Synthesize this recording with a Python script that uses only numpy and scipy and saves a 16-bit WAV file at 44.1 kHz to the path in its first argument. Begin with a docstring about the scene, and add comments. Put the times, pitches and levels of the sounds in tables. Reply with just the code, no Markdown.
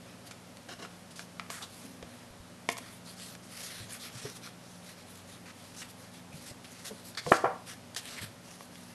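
"""At a craft table in a small room, hands rub a card and handle a clear plastic sheet close to one microphone.
The sheet slides as shaped noise; short noise bursts are scuffs and the bright part of some taps.
Rubbed card and skidding edge ring as friction through resonances; taps and damped low notes are decaying modes.
Twice the sheet buckles with a pop, a fast upward sweep that rings on, with low notes as its body.
The room answers as a decaying noise tail; a faint motor hum and a steady hiss lie under it all."""
import sys
import numpy as np
from scipy import signal
from scipy.fft import rfft, irfft, next_fast_len
from scipy.io import wavfile

SR = 44100
rng = np.random.default_rng(int(sys.argv[2]) if len(sys.argv) > 2 else 0)


def master(y):
    """Save y as 16-bit WAV."""
    cut = np.clip(np.atleast_2d(y).T, -1, 1)
    pcm = np.round(cut * 32767)  # scale
    wavfile.write(sys.argv[1], SR, pcm.astype(np.int16))


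N = 394232
T = np.arange(N) / SR


def amp(db):
    """Decibels to gain."""
    return 10 ** (np.asarray(db) / 20)


def unit(x):
    """Scale to rms 1."""
    return x / np.sqrt(np.mean(x ** 2))


def seconds(length):
    """Time axis of a short sound."""
    return np.arange(int(length * SR)) / SR


def add(out, start_s, x):
    """Mix x into out from a given time."""
    i = int(start_s * SR)
    out[i:i + len(x)] += x[:len(out) - i]


def cut(x, hz, kind, order=2):
    """Low-pass or high-pass."""
    sos = signal.butter(order, min(hz, .45 * SR), kind, fs=SR, output="sos")
    return signal.sosfilt(sos, x)


def band(x, hz, width_hz):
    """One resonance, gain 1 at its centre."""
    centre_hz = min(hz, SR / 3)
    sharpness = hz / min(width_hz, SR / 3)
    b, a = signal.iirpeak(centre_hz, sharpness, fs=SR)
    return signal.lfilter(b, a, x)


def colour(x, points):
    """Shape the spectrum through points of pitch_hz, level_db; rms 1."""
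    hz, db = np.transpose(points)
    size = next_fast_len(len(x))
    f = np.maximum(np.fft.rfftfreq(size, 1 / SR), 1)
    gain = amp(np.interp(np.log(f), np.log(hz), db))
    return unit(irfft(rfft(x, size) * gain, size)[:len(x)])


def decay(t, t60_s):
    """Exponential fade that falls 60 dB in t60_s."""
    return np.exp(-np.log(1000) * t / t60_s)


def ring(modes, t):
    """Sum of fading sine modes."""
    return sum(amp(db) * np.sin(2 * np.pi * hz * t) * decay(t, t60_s) for hz, t60_s, db in modes)


def walk(rate_hz):
    """Random drift with spread 1: straight lines between rate_hz random values a second."""
    values = rng.standard_normal(4096)
    return unit(np.interp(T * rate_hz, np.arange(len(values)), values))


def friction(grain_db, patchy_db):
    """Countless tiny slips of uneven size, bunched where the surfaces cling."""
    unevenness = np.minimum(rng.exponential(size=N), 6)
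    slips = rng.standard_normal(N) * amp(grain_db * unevenness)
    return unit(slips * amp(patchy_db * walk(160)))


def flexing(x, wander_db):
    """As the sheet bends, neighbouring bands of its sound swell and sink on their own."""
    size = next_fast_len(N)
    octave = np.log2(np.maximum(np.fft.rfftfreq(size, 1 / SR), 1) / 1000)
    spectrum, out = rfft(x, size), np.zeros(N)
    centres = np.arange(0, 3.7, 1 / 4)  # octaves above 1 kHz
    for weight in np.eye(len(centres)):
        one_band = irfft(spectrum * np.interp(octave, centres, weight), size)[:N]
        out += amp(wander_db * walk(18)) * one_band
    return unit(out)


def stroke_of(x, start_s, length_s, fade_db):
    """A piece of friction that grips quickly, fades (swells if fade_db is negative) and lets go."""
    t = seconds(length_s + 0.0023)
    grip = np.clip(t / .003, 0, 1)
    release = np.clip((t[-1] - t) / .009, 0, 1)
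    piece = x[int(start_s * SR):][:len(t)]
    return unit(piece * grip * release * amp(-fade_db * t / length_s))


def scrapes(strokes, resonances, grain_db, fade_db):
    """Stick and slip rings a few stiff resonances."""
    out, slips = np.zeros(N), friction(grain_db, patchy_db=1.2)
    body = sum(amp(db) * band(slips, hz, width_hz) for hz, width_hz, db in resonances)
    for start_s, length_s, db in strokes:
        add(out, start_s, amp(db) * stroke_of(body, start_s, length_s, fade_db))
    return out


# motor and mains hum: pitch_hz, level_db (rms, around which it wavers)
HUM_TONES = [(97, -64.5), (119.5, -64), (177, -59.5), (199.5, -68.5), (240.5, -63), (254, -69),
             (280, -74.5), (560, -71), (705, -81.5)]
# colour of room air and microphone hiss: pitch_hz, level_db (relative)
AIR_COLOUR = [(25, -21.5), (55, -10.5), (80, -9.5), (100, -10), (145, -1), (260, -1), (350, -6),
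              (580, -3.5), (950, -8), (2500, -14.5), (5500, -17), (7000, -19.5), (12000, -21)]
AIR_DB = -53


def background():
    """Slightly wavering hum over even room noise."""
    hum = np.zeros(N)
    for hz, db in HUM_TONES:
        gain = amp(db + 2.16 * walk(6.5)) * np.sqrt(2)
        phase = 2 * np.pi * (hz * T + rng.random()) + .5 * walk(6.4)
        hum += gain * np.sin(phase)
    return hum + amp(AIR_DB) * colour(rng.standard_normal(N), AIR_COLOUR)


PUSH_RISE, PUSH_FALL = 0.35, 0.45  # shares of a push spent easing in and out


def push(length_s):
    """Speed of the hand over one push: it eases in, glides and eases out."""
    u = seconds(length_s) / length_s
    ramp = np.minimum(u / PUSH_RISE, (1 - u) / PUSH_FALL)
    return np.sin(np.pi / 2 * np.clip(ramp, 0, 1))


# pushes that slide the sheet: start_s, length_s, level_db, rasp_db (relative to the hiss);
# levels before the trims below
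SHEET_PUSHES = [(0.036, .13, -67, 5), (0.252, 0.042, -54, -3.5), (.88, 0.17, -66, -1),
                (1.105, 0.025, -55, -12), (1.148, 0.11, -55, -17), (1.638, 0.36, -57.5, -11),
                (1.808, .07, -63, 3), (2.03, 0.25, -63.5, 3), (2.777, 0.23, -56.5, -3),
                (3.04, 0.12, -53.5, -5), (3.15, 0.22, -49, -10), (3.42, 0.058, -55, -19),
                (3.461, 0.45, -48.5, -3.5), (3.63, 0.06, -54, -30), (3.882, 0.11, -48.5, -4),
                (3.984, .12, -47.5, -7), (4.097, 0.27, -49.5, -4), (4.344, 0.047, -52, -5),
                (4.41, 0.1, -52, -0.5), (4.597, 0.24, -58.5, -12), (4.824, 0.12, -53.5, -4.5),
                (4.96, 0.087, -59, -1), (5.047, 0.2, -57.5, -8), (5.258, 0.14, -56.5, -3),
                (5.535, 0.24, -57.5, -6), (5.737, 0.14, -53.5, -2), (5.879, .045, -55, -11),
                (5.968, 0.13, -58.5, 1), (6.11, 0.1, -56.5, -7), (6.312, 0.19, -54.5, -8),
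                (6.455, 0.071, -51, -5), (6.617, 0.3, -56.5, -4), (6.839, 0.065, -46, -7.5),
                (6.89, 0.16, -59.5, -2), (7.036, 0.097, -51, -12), (7.654, .1, -46.5, -4),
                (7.993, 0.31, -50, -2.5), (8.069, 0.03, -57.5, 3), (8.209, 0.048, -48, -4),
                (8.42, 0.18, -57, -6.5), (8.583, 0.092, -54.5, -18), (8.68, 0.34, -58, -6)]
# colour of the sliding hiss: pitch_hz, level_db (relative)
HISS_COLOUR = [(1500, -27), (3000, -5.5), (4300, 1.5), (5800, 2.5), (7200, -1), (10000, 1.5), (12000, -0.5)]
# colour of the lower, coarser rasp: pitch_hz, level_db (relative)
RASP_COLOUR = [(300, -6.5), (600, 2), (850, -10.5), (1200, 4), (1900, 4.5), (2600, 2), (4000, -2.5),
               (9000, -48)]
HISS_TRIM_DB, RASP_TRIM_DB = 2, -0.5
SNAG_DB, SNAG_GRAIN_DB = -9, 6.5  # sparse snags among the slips


def slides():
    """The moving sheet hisses and now and then snags; more pressure adds a lower rasp."""
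    hiss_gain, rasp_gain = np.zeros(N), np.zeros(N)
    for start_s, length_s, db, rasp_db in SHEET_PUSHES:
        add(hiss_gain, start_s, amp(db) * push(length_s))
        add(rasp_gain, start_s, amp(db + rasp_db) * push(length_s))
    snags = amp(SNAG_DB) * friction(SNAG_GRAIN_DB, patchy_db=5)
    slips = flexing(friction(grain_db=2.0, patchy_db=1.45) + snags, wander_db=2.5)
    hiss = amp(HISS_TRIM_DB) * hiss_gain * colour(slips, HISS_COLOUR)
    rasp = amp(RASP_TRIM_DB) * rasp_gain * colour(slips, RASP_COLOUR)
    return hiss + rasp


# fingertips dragged over card and mat: start_s, length_s, level_db (rms)
FINGER_RUBS = [(.05, 0.08, -61), (.245, 0.083, -61), (.686, 0.057, -45.5), (.788, 0.048, -49.5),
               (.822, 0.046, -48)]
# resonances of the rubbed card: pitch_hz, width_hz, level_db (relative)
CARD_RESONANCES = [(392, 310, 0.5), (700, 23, 10.5), (1080, 170, -6), (1470, 390, -3.5), (2000, 250, -28),
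                   (2820, 220, -4), (3830, 260, -7), (5040, 380, -11)]


def rubs():
    """Fingertips stick and slip, ringing the resonances of the card."""
    return scrapes(FINGER_RUBS, CARD_RESONANCES, grain_db=2.2, fade_db=1.5)


# short noise bursts: scuffs of fingers and sheet, and the bright noise in some taps:
# start_s, length_s, level_db (rms), centre_hz, width_hz, fade_db (over the burst)
NOISE_BURSTS = [(0.308, .018, -50.5, 2700, 6000, 0), (1.156, 0.037, -52, 5030, 6000, 8),
                (1.19, 0.048, -54, 1960, 3000, 17), (1.496, 0.1, -48.5, 1600, 1200, 1),
                (1.501, 0.17, -50.5, 6600, 7200, 14), (1.609, 0.039, -48, 1100, 600, 2),
                (1.621, 0.033, -46, 3680, 1100, 12), (2.688, 0.0087, -33, 1950, 500, 6),
                (2.697, .01, -42, 6000, 7000, 8), (2.712, .011, -49, 2090, 800, 3),
                (2.713, 0.022, -44, 6500, 8000, 3), (2.775, 0.016, -45.5, 8000, 8000, 3),
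                (3.058, 0.05, -56.5, 4150, 500, -1), (3.92, 0.033, -46.5, 9500, 1800, 4),
                (4.034, 0.076, -52, 2200, 1510, 6), (4.251, 0.028, -49, 1700, 1500, -7),
                (5.456, 0.06, -52, 1470, 2000, 1), (5.763, 0.057, -48.5, 6060, 2500, -6),
                (5.816, 0.021, -46, 2130, 1800, 5), (6.322, 0.026, -56.5, 2490, 250, 3),
                (6.642, 0.024, -53, 2600, 2500, 5), (7.213, 0.092, -47.5, 4400, 4000, -20),
                (7.306, 0.033, -41.5, 7060, 8100, 3), (7.336, 0.039, -41.5, 5150, 4030, 1),
                (7.364, 0.12, -54.5, 4800, 4000, 12), (7.961, 0.043, -39.5, 3800, 5000, 13),
                (8.161, 0.038, -45.5, 2110, 450, -11)]


def scuffs_and_tap_noise():
    """Short bursts of friction noise, each through one resonance: broad ones rustle, narrow ones sing."""
    out, slips = np.zeros(N), flexing(friction(grain_db=2.5, patchy_db=-0.1), wander_db=-0.5)
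    for start_s, length_s, db, centre_hz, width_hz, fade_db in NOISE_BURSTS:
        body = band(slips, centre_hz, width_hz)
        add(out, start_s, amp(db) * stroke_of(body, start_s, length_s, fade_db))
    return out


# taps of nails and sheet on the table:
# start_s, peak_db, lowest_hz, highest_hz, note_hz (of the struck spot)
TABLE_TAPS = [(.312, -29.5, 500, 7000, 1480), (0.5708, -32, 1500, 9000, 4450), (0.85, -31, 400, 2500, 1400),
              (1.194, -23, 687, 4900, 1670), (1.3967, -21, 1420, 2740, 1300),
              (1.464, -39, 1000, 2500, 1300), (1.5026, -19.5, 500, 6000, 1170),
              (1.6263, -37, 800, 7500, 3700), (2.0271, -27.5, 200, 4000, 520),
              (2.6897, -9, 238, 4420, 1040), (2.7698, -25, 750, 5500, 1230), (2.7846, -26, 704, 3520, 1020),
              (3.199, -29, 1200, 9000, 3530), (3.352, -28.5, 1000, 8000, 1700),
              (4.155, -32, 900, 7000, 1500), (4.474, -32, 900, 3000, 1470), (6.645, -37, 1200, 5000, 2800),
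              (7.15, -43, 3000, 6000, 4400), (7.2647, -24, 300, 1500, 1080),
              (7.948, -26, 2500, 11000, 4800), (7.9645, -19.5, 875, 7060, 1880),
              (8.608, -32.5, 600, 2500, 1120), (8.756, -34.5, 1500, 6000, 3420)]
# what the table top rings with: pitch_hz, t60_s, level_db (relative)
TABLE_MODES = [(262, 0.14, -20), (465, 0.15, -21), (700, 0.098, -16), (1057, 0.079, -49),
               (1670, 0.057, -35), (2070, 0.017, -28.5), (2390, 0.013, -9), (3670, 0.017, -16)]


def taps():
    """A sharp contact, a brief bright chatter, the note of the struck spot and the ring of the table."""
    out, t = np.zeros(N), seconds(.12)
    for start_s, peak_db, low_hz, high_hz, note_hz in TABLE_TAPS:
        chatter = amp(-24) * cut(rng.standard_normal(len(t)), 1140, "high") * np.exp(-t / 0.0038)
        note = ring([(note_hz, .012, -21)], t)
        blow = chatter + amp(-20.0) * ring(TABLE_MODES, t) + note
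        blow[0] += 1  # the contact itself
        # a softer contact is duller, a lighter one thinner
        blow = cut(cut(blow, low_hz, "high"), high_hz, "low")
        add(out, start_s, -amp(peak_db) * blow / np.abs(blow).max())
    return out


# damped low notes, one or more per event: soft knocks, and the low body of the sheet's pop:
# start_s, level_db (before onset and decay), pitch_hz, t60_s
LOW_NOTES = [(1.84, -47, 272.6, 0.61), (2.028, -31.5, 510, 0.024), (2.027, -43, 70, 0.1),
             (2.305, -47, 50, .08), (2.401, -42, 60, 0.088), (2.808, -41, 258, 0.042),
             (3.804, -40, 110, 0.35), (4.15, -41.5, 126, 0.31), (4.244, -35, 133, 0.085),
             (4.25, -33, 417, 0.11), (4.254, -41, 290, 0.11), (6.342, -32, 151, 0.07),
             (6.511, -33.5, 115, 0.043), (6.51, -40, 590, 0.051), (6.908, -30, 440, 0.081),
             (6.908, -36, 210, 0.12), (7.261, -28, 150, 0.13), (7.264, -30, 495, 0.2),
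             (7.282, -40, 212, 0.063), (7.318, -14.5, 320, 0.047), (7.316, -20, 155, 0.035),
             (7.442, -39, 124, 0.21), (8.212, -40, 105, 0.35), (8.231, -36, 192, 0.066)]


def low_notes():
    """Each note sets in softly and decays: a sine with a rumble around its pitch."""
    out, t = np.zeros(N), seconds(.4)
    soft_onset = 1 - np.exp(-t / 0.0018)
    for start_s, db, hz, t60_s in LOW_NOTES:
        rumble = unit(band(band(rng.standard_normal(len(t)), hz, hz), hz, hz))
        body = 0.83 * np.sin(2 * np.pi * hz * t) + 0.34 * rumble
        add(out, start_s, amp(db) * body * soft_onset * decay(t, t60_s))
    return out


# edge of the sheet catching and skidding: start_s, length_s, level_db (rms)
EDGE_SKIDS = [(7.148, 0.0093, -49), (7.171, 0.034, -37.5)]
# resonances of the skidding edge: pitch_hz, width_hz, level_db (relative)
EDGE_RESONANCES = [(1650, 560, 5.5), (2150, 210, 7.5), (3600, 580, 5.5), (4280, 170, 11.5)]


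def skids():
    """The edge sticks and slips, ringing its own resonances."""
    return scrapes(EDGE_SKIDS, EDGE_RESONANCES, grain_db=1, fade_db=3)


ROOM_T60_S, ROOM_TREBLE_T60_S = 0.34, 0.3
ROOM_DB = -12  # send of the hand sounds


def room(x):
    """A diffuse tail that starts with the nearest walls, holds little bass and loses its treble first."""
    t = seconds(.6)
    noise = cut(rng.standard_normal(len(t)), 200, "high")
    low = cut(noise, 2200, "low") * decay(t, ROOM_T60_S)
    high = amp(2.5) * cut(noise, 1850, "high") * decay(t, ROOM_TREBLE_T60_S)
    onset = np.clip((t - .003) / 0.00085, 0, 1)
    # level the tail by the energy of its decay
    tail = (low - high) * onset / np.sqrt(SR * ROOM_T60_S / np.log(1000 ** 2))
    return signal.fftconvolve(x, tail)[:N]


# the bowed sheet snaps through: start_s, length_s, level_db (before filtering),
# first_hz, last_hz, ring_db and room_db (gains on the pop)
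SHEET_POPS = [(7.316, 0.0059, -6.5, 388, 2520, -1.5, -9), (7.4387, 0.0068, -16.5, 406, 1430, 6.5, 0.5)]
# what the sheet rings with: pitch_hz, t60_s, level_db (relative)
SHEET_MODES = [(392, 0.068, -39), (434, 0.043, -39.5), (487, 0.25, -51), (655, 0.19, -89),
               (763, 0.37, -56.5), (800, 0.17, -55), (1090, 0.72, -73), (1101, 0.33, -56),
               (1180, 0.41, -55), (1350, 0.32, -51), (1395, 0.45, -57), (1490, 0.49, -70),
               (1790, 0.23, -68), (1860, 0.18, -63), (1980, 0.12, -59), (2360, 0.19, -49),
               (2940, 0.14, -64)]
# force of the flip: rise_power (of time), closing_share (of its length, in which it stops)
FLIP_SHAPE = (.5, .06)
BOUNCE_S, BOUNCE_DB = 0.00165, -4  # the table top mirrors the pop


def buckles():
    """The bulge shrinks as it flips, so its pitch shoots up within milliseconds; sheet and room ring on."""
    direct, far = np.zeros(N), np.zeros(N)
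    sheet = ring(SHEET_MODES, seconds(.5))
    rise_power, closing_share = FLIP_SHAPE
    for start_s, length_s, db, first_hz, last_hz, ring_db, room_db in SHEET_POPS:
        u = seconds(length_s) / length_s
        hz = 1 / ((1 - u) / first_hz + u / last_hz)  # the period shrinks evenly
        # loudest just before the bulge stops
        swell = u ** rise_power * np.clip((1 - u) / closing_share, 0, 1)
        flip = -np.sin(2 * np.pi * np.cumsum(hz) / SR) * swell / swell.max()
        pop = np.pad(flip, (0, len(sheet)))
        # the sheet whips taut at the end of the flip and crackles briefly
        t = seconds(.05)
        crackle = unit(band(rng.standard_normal(len(t)), 1400, 930)) * np.exp(-t / 0.0035)
        add(pop, length_s, amp(-22.0) * crackle)
        pop = amp(db) * cut(cut(pop, 4600, "low"), 250, "high")
        ringing = amp(ring_db) * signal.fftconvolve(pop, sheet)[:len(pop)]
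        add(direct, start_s, pop + ringing)
        add(direct, start_s + BOUNCE_S, amp(BOUNCE_DB) * pop)
        add(far, start_s, amp(room_db) * pop)
    return direct + room(far)


def scene():
    """Everything reaches one microphone, alike in both channels."""
    close = slides() + scuffs_and_tap_noise() + rubs() + skids() + taps() + low_notes()
    mono = close + amp(ROOM_DB) * room(close) + buckles() + background()
    return np.array([mono, mono])


def record(dry):
    """The recorder cuts the treble steeply above 12.05 kHz."""
    sos = signal.ellip(10, .2, 70, 12050, fs=SR, output="sos")  # ripple and stopband in dB
    return signal.sosfilt(sos, dry)


dry = scene()
out = record(dry)
master(out)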